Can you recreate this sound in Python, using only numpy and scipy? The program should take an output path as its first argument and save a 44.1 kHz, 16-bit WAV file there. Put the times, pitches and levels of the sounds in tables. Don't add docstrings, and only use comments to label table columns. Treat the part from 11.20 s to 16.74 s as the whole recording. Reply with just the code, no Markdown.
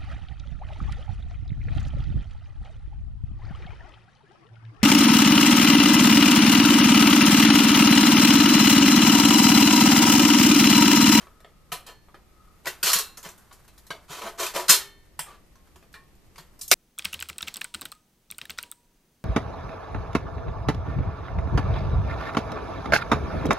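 import sys
import numpy as np
from scipy import signal
from scipy.fft import rfft, irfft, next_fast_len
from scipy.io import wavfile
from scipy.ndimage import uniform_filter1d

SR = 44100
rng = np.random.default_rng(int(sys.argv[2]) if len(sys.argv) > 2 else 0)


def to_wav(sig):
    pcm = np.clip(np.atleast_2d(sig), -1, 1) * 32767
    pcm = np.round(pcm).astype(np.int16)
    wavfile.write(sys.argv[1], SR, pcm.T)


def voltage_ratio(decibels):
    exponent = np.asarray(decibels, float) / 20
    return 10 ** exponent


N = 244358

# (frequency [Hz], density [dB/Hz])
FLOOR_SPECTRUM = [(12, -40.5), (20, -6.5), (70, -11), (87, -15.5), (224, -19.5), (265, -25), (304, -21),
                  (576, -28.5), (1570, -40.5), (1850, -35), (3310, -40.5), (13300, -48), (15300, -59.5)]
FLOOR_LEVEL_DB = -57
# (frequency [Hz], side minus mid [dB])
FLOOR_WIDTH = [(60, -12), (110, -3.5), (200, -3.5), (380, -8), (690, -3), (1280, 1.5), (2360, -3.5),
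               (4360, 0.5), (8040, -1), (14800, 3.5)]
# (frequency [Hz], level [dB])
WHINE = [(13194, -83.5)]
# (time [s], level [dB])
WHIR = [(0.0, -62), (0.272, -64), (0.31, -73.5), (0.6, -65), (0.78, -90), (1.012, -76), (1.272, -60),
        (1.459, -83)]
WHIR_HZ, WHIR_TOP_DB = 1260, -58
# (time [s], level [dB])
RUSTLE = [(0.0, -60), (0.09, -66), (0.25, -74), (1.29, -70.5), (1.53, -60), (2.05, -50), (2.33, -63.5),
          (2.76, -63.5), (2.99, -60), (3.55, -60), (3.75, -69), (4.41, -70), (5.01, -71), (5.54, -64.5)]
RUSTLE_TOP_DB, RUSTLE_SHELF_DB = -60, -12
# (time [s], level [dB], frequency [Hz])
THUMPS = [(0.52, -41, 159.5), (1.47, -46, 144), (1.635, -43.5, 181), (1.753, -41, 183), (2.055, -43, 173),
          (2.7, -44, 165), (2.898, -43, 153), (3.039, -44, 213), (3.348, -46, 178.6), (3.492, -32, 179),
          (3.991, -45.5, 154.2), (4.738, -55, 153), (5.189, -48, 154), (5.511, -37.5, 232)]
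THUMP_T60_S, THUMP_RISE_S = 0.081, 0.0071
# (time [s], level [dB], frequency [Hz], t60 [s])
GROANS = [(.525, -28, 1000, 0.085), (1.468, -25.5, 1950, .08), (1.69, -22, 1250, .08),
          (1.755, -35, 488, 0.08), (2.705, -28, 1600, .07), (2.71, -38, 645, .12), (2.895, -51, 670, .15),
          (3.008, -40, 450, 0.25), (3.055, -40, 670, 0.38), (3.06, -41, 1120, .15), (3.2, -38, 660, 0.2),
          (3.21, -35.5, 1050, .12), (3.26, -41, 365, 0.15), (3.35, -31.5, 540, .15),
          (3.369, -32, 980, 0.31), (3.39, -39, 370, .35), (3.524, -28.5, 1000, .12),
          (3.5, -35.5, 341.3, 0.22), (3.994, -33.5, 4770, 0.058), (4.08, -47.5, 1150, 0.33),
          (4.355, -59, 1074, 0.27), (4.56, -49.5, 370, 0.14), (5.205, -50, 370, 0.18),
          (5.514, -28, 711, .08), (5.516, -32, 400, .1)]
GROAN_RISE_S, GROAN_SPREAD = 0.006, 0.03
# (start [s], level [dB])
RING_STARTS = [
    (0.519, -46),
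    (0.659, -53),
    (1.74, -31.5),
    (3.5, -31),
    (4.741, -47),
]
# (frequency [Hz], level [dB], t60 [s])
RING_MODES = [
    [(4172, 0, .3), (1055, -3, .25), (2630, -6, .25)],
    [(1750, 2, .45), (3100, 5, .3), (4280, -1, .55), (2600, -10, .3)],
    [(1087, -6, .4), (1674, -3, .25), (2702, -4, .42), (3828, -7, .4), (3898, -4, .37), (4172, -3, .46),
     (5739, -6, .3), (6955, -6, .35), (7111, -5, .27)],
    [(400, -13, .7), (1136, -8, .32), (1798, -10, .72), (2207, -12, .6), (2595, -8, .27), (3106, -5, .52),
     (3580, -10, .55), (4113, -5, .34), (4177, -1, .33), (4269, -7, .55), (4544, -4, .25), (5351, -7, .31),
     (5857, -3, .24), (6406, -8, .31)],
    [(1090, -4, .4), (1820, 0, .3), (2360, -5, .26)],
]
LONGEST_S = 0.8
# (frequency [Hz], level [dB], t60 [s])
HOLLOW_MODES = [(365, -9, .2), (430, -7, .15), (560, -8, .1), (670, -4, .12), (1000, -2, .12),
                (1130, -3, .1), (1280, -5, .08), (1800, -6, .1), (3100, -3, .1), (4180, 0, .12),
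                (4540, -3, .08), (5770, -2, .07), (6970, -3, .08)]
# (frequency [Hz], density [dB/Hz])
SHEET_SPECTRUM = [(150, -30), (300, -10), (600, -1), (1100, 2), (2200, -1), (4200, 1), (7000, 0),
                  (11000, -1), (14500, 1)]
# (frequency [Hz], t60 [s])
SHEET_T60 = [(300, 0.22), (1000, 0.025), (3000, 0.14), (7000, 0.14), (14000, 0.15)]
# (frequency [Hz], t60 [s]); level re clatter
GLOW_T60 = [(300, 0.43), (2000, 0.34), (6000, 0.26), (14000, 0.26)]
GLOW_DB = -4
# (frequency [Hz], side minus mid [dB])
WIDTH = [(60, -10), (110, -4), (200, -2), (380, -17), (690, -28.5), (1280, -22.5), (2360, -15), (4360, -10),
         (8040, -5.5), (14800, -2.5)]
# (low [Hz], high [Hz])
BANDS_HZ = [(310, 1200), (1200, 3500), (3500, 7500), (7500, 18000)]
ANSWER_SAMPLES = 11500
# (start [s], length [s], pressure at 1.2-3.5 kHz [dB], sag by the end [dB], thud re pressure [dB])
STROKES = [(0.0, 0.073, -52.5, 39, 3.5), (0.669, 0.064, -52.5, 14, 4), (1.443, 0.028, -57, -28, 5),
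           (1.63, .19, -27, 16.5, -10.5), (2.036, 0.074, -43.5, 30, 3.5), (2.878, 0.124, -45.5, 1.5, -0.5),
           (3.002, 0.098, -46, 3, 7), (3.174, 0.14, -32.5, 23.5, 1.5), (3.335, .135, -34, 28.5, 6),
           (3.48, 0.082, -20, 16.5, -9), (4.05, 0.11, -56, 9, 6)]
BITE_SHARE, BITE_DB, SAG_POWER = 0.17, -13.5, 1.68
CLUMP_DB, CLUMP_S = 2.5, 0.0052
DRAG_HARD_DB, HARD_PER_DB, DRAG_EDGE_DB, DRAG_EDGE_PER_DB = -1.56, 0.3, 0.7, 0.94
# (time [s], blow at 1.2-3.5 kHz [dB], thud re blow [dB],
# hardness [dB], chatter t60 [s])
TAPS = [(0.0687, -45.5, 3.5, -18, 0.023), (0.2448, -40.5, 1, -19, 0.01), (0.5182, -21.5, -5, -8, 0.07),
        (0.6649, -36.5, -16, -4, 0.046), (0.8833, -58, 13.5, -17, 0.027),
        (0.9433, -43.5, 6.5, -14.5, 0.046), (1.4687, -20.5, -22, -5, 0.07), (1.7318, -14, -22, 2, 0.03),
        (1.972, -41.5, 7.5, 4.5, 0.038), (2.029, -42.5, -4, 2, 0.01), (2.1776, -56.5, 4.5, 5.5, 0.027),
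        (2.3104, -45, 5.5, -12, 0.09), (2.4786, -45.5, -6, -6, 0.033), (2.578, -52.5, 4, 4.5, 0.039),
        (2.7042, -20.5, -3.5, -16.5, 0.018)]
# (time [s], blow [dB], thud re blow [dB], hardness [dB],
# chatter t60 [s])
LATER_TAPS = [(3.494, -22, -22, 14, 0.075), (3.9919, -24, -5.5, -0.5, 0.014), (4.355, -54.5, 0.5, -4.5, 0.018),
              (4.4729, -57, -1.5, -8, 0.022), (4.5577, -49.5, 5.5, -3, 0.032), (4.6253, -53, 6, -8, 0.039),
              (4.7399, -34.5, -1.5, -13, 0.046), (5.1799, -37.5, 1.5, -4.5, 0.056),
              (5.4115, -48.5, -3.5, 19, 0.044), (5.479, -66, 9, 31, 0.0075), (5.514, -3.5, -7.5, -2, 0.0075)]
# (time [s], blow [dB], thud re blow [dB],
# hardness [dB], chatter t60 [s])
EXTRA_TAPS = [(0.203, -55.5, 11, -1, 0.0098), (0.525, -31, 6.5, 2, 0.02), (1.457, -26.5, -27, -9, 0.0098),
              (1.629, -16, -9.5, 1, 0.056), (1.786, -29.5, 2, 8.5, 0.035), (2.089, -40.5, -3, 1, 0.0035),
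              (2.114, -59, -2, 7, .005), (2.325, -55, -12, 8, 0.068), (2.666, -52, 0, 4, 0.022),
              (3.264, -22.5, -14, -5, 0.023), (4.727, -59, -6, 4.5, 0.018), (4.952, -64.5, 2, 0, 0.0029),
              (5.158, -44.5, -0.5, -7, 0.018), (5.391, -57, 5, 10, .02), (5.505, -39, -30, 5, .01)]
TAP_EDGE_DB, TAP_EDGE_PER_DB = 6.0, 1.17


def evened(x):
    return x / np.sqrt(np.mean(x ** 2) + 1e-20)


def read(points, hz):
    f, value = np.transpose(points)
    return np.interp(np.log(hz + 1), np.log(f + 1), value)


def add(mix, s, sound):
    part = mix[:, round(s * SR):][:, :sound.shape[1]]
    part += sound[:, :part.shape[1]]


def shaped_noise(db, size, count):
    real, imag = rng.standard_normal((db.shape[2], db.shape[1], 2, 2)).T
    spectrum = (real + 1j * imag) * voltage_ratio(db)
    return signal.istft(spectrum, nperseg=size, noverlap=size * 3 // 4)[1][:, :count]


def room():
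    hz, frames = np.fft.rfftfreq(2048, 1 / SR)[:, None], N // 512 + 5
    patches = uniform_filter1d(rng.standard_normal((frames, len(hz))), 6, 0)
    patches = evened(uniform_filter1d(patches, 20, 1)).T
    mid_db = read(FLOOR_SPECTRUM, hz) + 0.31 * patches
    air = shaped_noise(np.array([mid_db, mid_db + read(FLOOR_WIDTH, hz)]), size=2048, count=N)
    air = voltage_ratio(FLOOR_LEVEL_DB) * air / np.std(air[0])
    t = np.arange(N) / SR
    whine = sum(voltage_ratio(db + 4.5) * np.sin(2 * np.pi * f * t) for f, db in WHINE)
    return air + whine * np.array([[1], [.3]])


def whir():
    s, db = np.transpose(WHIR)
    t = np.arange(s[0], s[-1], 1 / SR)
    pole = np.exp(-np.pi * 50. / SR)
    slow = signal.lfilter([1], [1, -pole], rng.standard_normal((2, len(t))))
    turns = 2 * np.pi * WHIR_HZ * t
    tone = evened(slow[0] * np.cos(turns) + slow[1] * np.sin(turns))
    tone = tone * voltage_ratio(np.interp(t, s, np.minimum(db, WHIR_TOP_DB)))
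    return s[0], tone * np.array([[1], [.3]])


def rustle():
    hz, t = np.fft.rfftfreq(256, 1 / SR)[:, None], np.arange(N // 64 + 5) * 64 / SR
    s, db = np.transpose(RUSTLE)
    flicker = evened(uniform_filter1d(rng.standard_normal(len(t)), 12))
    hump_db = -9. * np.log2((hz + 20) / 1100.) ** 2
    colour_db = np.maximum(hump_db, np.where(hz > 1000, RUSTLE_SHELF_DB, -90))
    motion_db = np.interp(t, s, np.minimum(db, RUSTLE_TOP_DB)) + 2.2 * flicker
    mid_db = colour_db + motion_db
    unit = np.sqrt(16 * 4.3)
    noise = shaped_noise(np.array([mid_db, mid_db + read(WIDTH, hz)]), size=256, count=N)
    return voltage_ratio(8.0) * noise / unit


def thump(row):
    s, db, hz = row
    t = np.arange(9000) / SR
    envelope = (1 - np.exp(-t / THUMP_RISE_S)) * voltage_ratio(db + 9.0 - 60 * t / THUMP_T60_S)
    return s, envelope * np.sin(2 * np.pi * hz * t) * np.array([[1], [.1]])


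def groan(row):
    s, db, hz, t60 = row
    t = np.arange(12000) / SR
    detune, phase = rng.uniform(-1, 1, (2, 2, 1))
    near = np.sin(2 * np.pi * (hz * (1 + GROAN_SPREAD * detune) * t + phase)).sum(0)
    trio = np.sin(2 * np.pi * hz * t) + .6 * near
    swell = (1 - np.exp(-t / GROAN_RISE_S)) * voltage_ratio(db - 60 * t / np.clip(t60, .03, .5))
    return s, swell * trio * np.array([[1], [.08]])


def decaying_modes(modes, count):
    hz, db, t60 = np.transpose(modes)[:, :, None]
    t = np.arange(count) / SR
    decay = voltage_ratio(db - 60 * t / np.clip(t60, .03, LONGEST_S))
    return decay * np.sin(2 * np.pi * hz * t), voltage_ratio(read(WIDTH, hz[:, 0]))


def ring(start, modes):
    s, db = start
    near = []
    for hz, level_db, t60 in modes:
        for detune in rng.uniform(-1, 1, 6):
            near.append((hz * (1 + .05 * detune), level_db - 8, t60 * .7))
    tones, side = decaying_modes(list(modes) + near, count=22000)
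    mid_sign, side_sign = rng.choice([-1, 1], (2, len(side)))
    pair = np.array([mid_sign @ tones, side * side_sign @ tones])
    return s, voltage_ratio(db) * pair * (1 - np.exp(-np.arange(22000) / SR / .015))


def split(x):
    bands = [signal.sosfilt(signal.butter(2, hz, "band", fs=SR, output="sos"), x) for hz in BANDS_HZ]
    return np.array([(-1) ** k * b / np.linalg.norm(b[0]) for k, b in enumerate(bands)])


def cover(hollow, hollow_db):
    spread_db, comb_db, crack_db, crack_s = 3., 1.5, 7., .003
    hz = np.fft.rfftfreq(256, 1 / SR)[:, None]
    t = np.arange(ANSWER_SAMPLES // 64 + 5) * 64 / SR
    fast, slow = (voltage_ratio(-60 * t / np.clip(read(t60, hz), .03, .5)) for t60 in (SHEET_T60, GLOW_T60))
    decay_db = 20 * np.log10(fast + voltage_ratio(GLOW_DB) * slow)
    mid_db = read(SHEET_SPECTRUM, hz) + comb_db * rng.standard_normal(hz.shape) + decay_db
    levels_db = np.array([mid_db, mid_db + read(WIDTH, hz)])
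    clatter = shaped_noise(levels_db, size=256, count=ANSWER_SAMPLES)
    clatter = clatter * voltage_ratio(crack_db * np.exp(-np.arange(ANSWER_SAMPLES) / SR / crack_s))
    modes, side = hollow
    luck = rng.standard_normal((len(modes), 2))
    weight = voltage_ratio(spread_db * luck[:, 0])
    tones = np.array([weight, weight * side * luck[:, 1]]) @ modes
    tones = voltage_ratio(hollow_db) * tones / np.linalg.norm(tones[0])
    return split(clatter / np.linalg.norm(clatter[0]) + tones)


def chatter(count, per_s, spread_db):
    luck = rng.random((count, 3))
    size = voltage_ratio(-spread_db * np.log(luck[:, 1] + 0.0035)) * np.sign(luck[:, 2] - .5)
    return size * (luck[:, 0] < per_s / SR)


def stroke(row, hollow, places=3):
    s, length, db, sag_db, thud_db = row
    u = np.arange(round(length * SR)) / (length * SR)
    pressure_db = db + BITE_DB * np.clip(1 - u / BITE_SHARE, 0, 1) - sag_db * u ** SAG_POWER
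    force = evened(chatter(count=len(u), per_s=4200.0, spread_db=2.5))
    force = force * signal.windows.tukey(len(u), .08)
    clumps = evened(uniform_filter1d(rng.standard_normal(len(u)), round(CLUMP_S * SR)))
    force = force * voltage_ratio(CLUMP_DB * clumps)
    hard_db = DRAG_HARD_DB + HARD_PER_DB * (db + 38)
    bands_db = np.array([thud_db, 0, hard_db, DRAG_EDGE_DB + DRAG_EDGE_PER_DB * hard_db])
    grains = voltage_ratio(pressure_db + bands_db[:, None]) * force
    place = rng.integers(0, places, len(u))
    size = next_fast_len(len(u) + ANSWER_SAMPLES)
    total = 0
    for k in range(places):
        answer = rfft(cover(hollow, hollow_db=-10.5), size)
        total = total + np.sum(rfft(grains * (place == k), size)[:, None] * answer, 0)
    return s, irfft(total, size)


def tap(row, hollow):
    s, db, thud_db, hard_db, t60 = row
    t = np.arange(6000) / SR
    force = evened(chatter(count=len(t), per_s=5000., spread_db=-1.5))
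    force[0] = 0.65
    force = force * voltage_ratio(-60 * t / np.clip(t60, .003, .4))
    force = force / np.linalg.norm(force)
    bands_db = np.array([thud_db, 0, hard_db, TAP_EDGE_DB + TAP_EDGE_PER_DB * hard_db])
    answer = np.tensordot(voltage_ratio(db + bands_db), cover(hollow, hollow_db=-14.5), 1)
    return s, voltage_ratio(16.0) * signal.fftconvolve(force[None], answer, axes=1)


def scene():
    mix = room() + rustle()
    add(mix, *whir())
    for row in THUMPS:
        add(mix, *thump(row))
    for row in GROANS:
        add(mix, *groan(row))
    for start, modes in zip(RING_STARTS, RING_MODES):
        add(mix, *ring(start, modes))
    hollow = decaying_modes(HOLLOW_MODES, count=ANSWER_SAMPLES)
    for row in STROKES:
        add(mix, *stroke(row, hollow))
    for table in (TAPS, LATER_TAPS, EXTRA_TAPS):
        for row in table:
            add(mix, *tap(row, hollow))
    return np.array([mix[0] + mix[1], mix[0] - mix[1]])


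def top_cut(x):
    return signal.sosfilt(signal.butter(12, 15420, fs=SR, output="sos"), x)


def record(dry):
    low_pass = signal.firwin(801, 14230, window=("kaiser", 8), fs=SR)
    limited = signal.oaconvolve(np.clip(dry, -1, 1), low_pass[None], "same")
    return top_cut(np.clip(limited, -1, 1))


dry = scene()
out = record(dry)
to_wav(out)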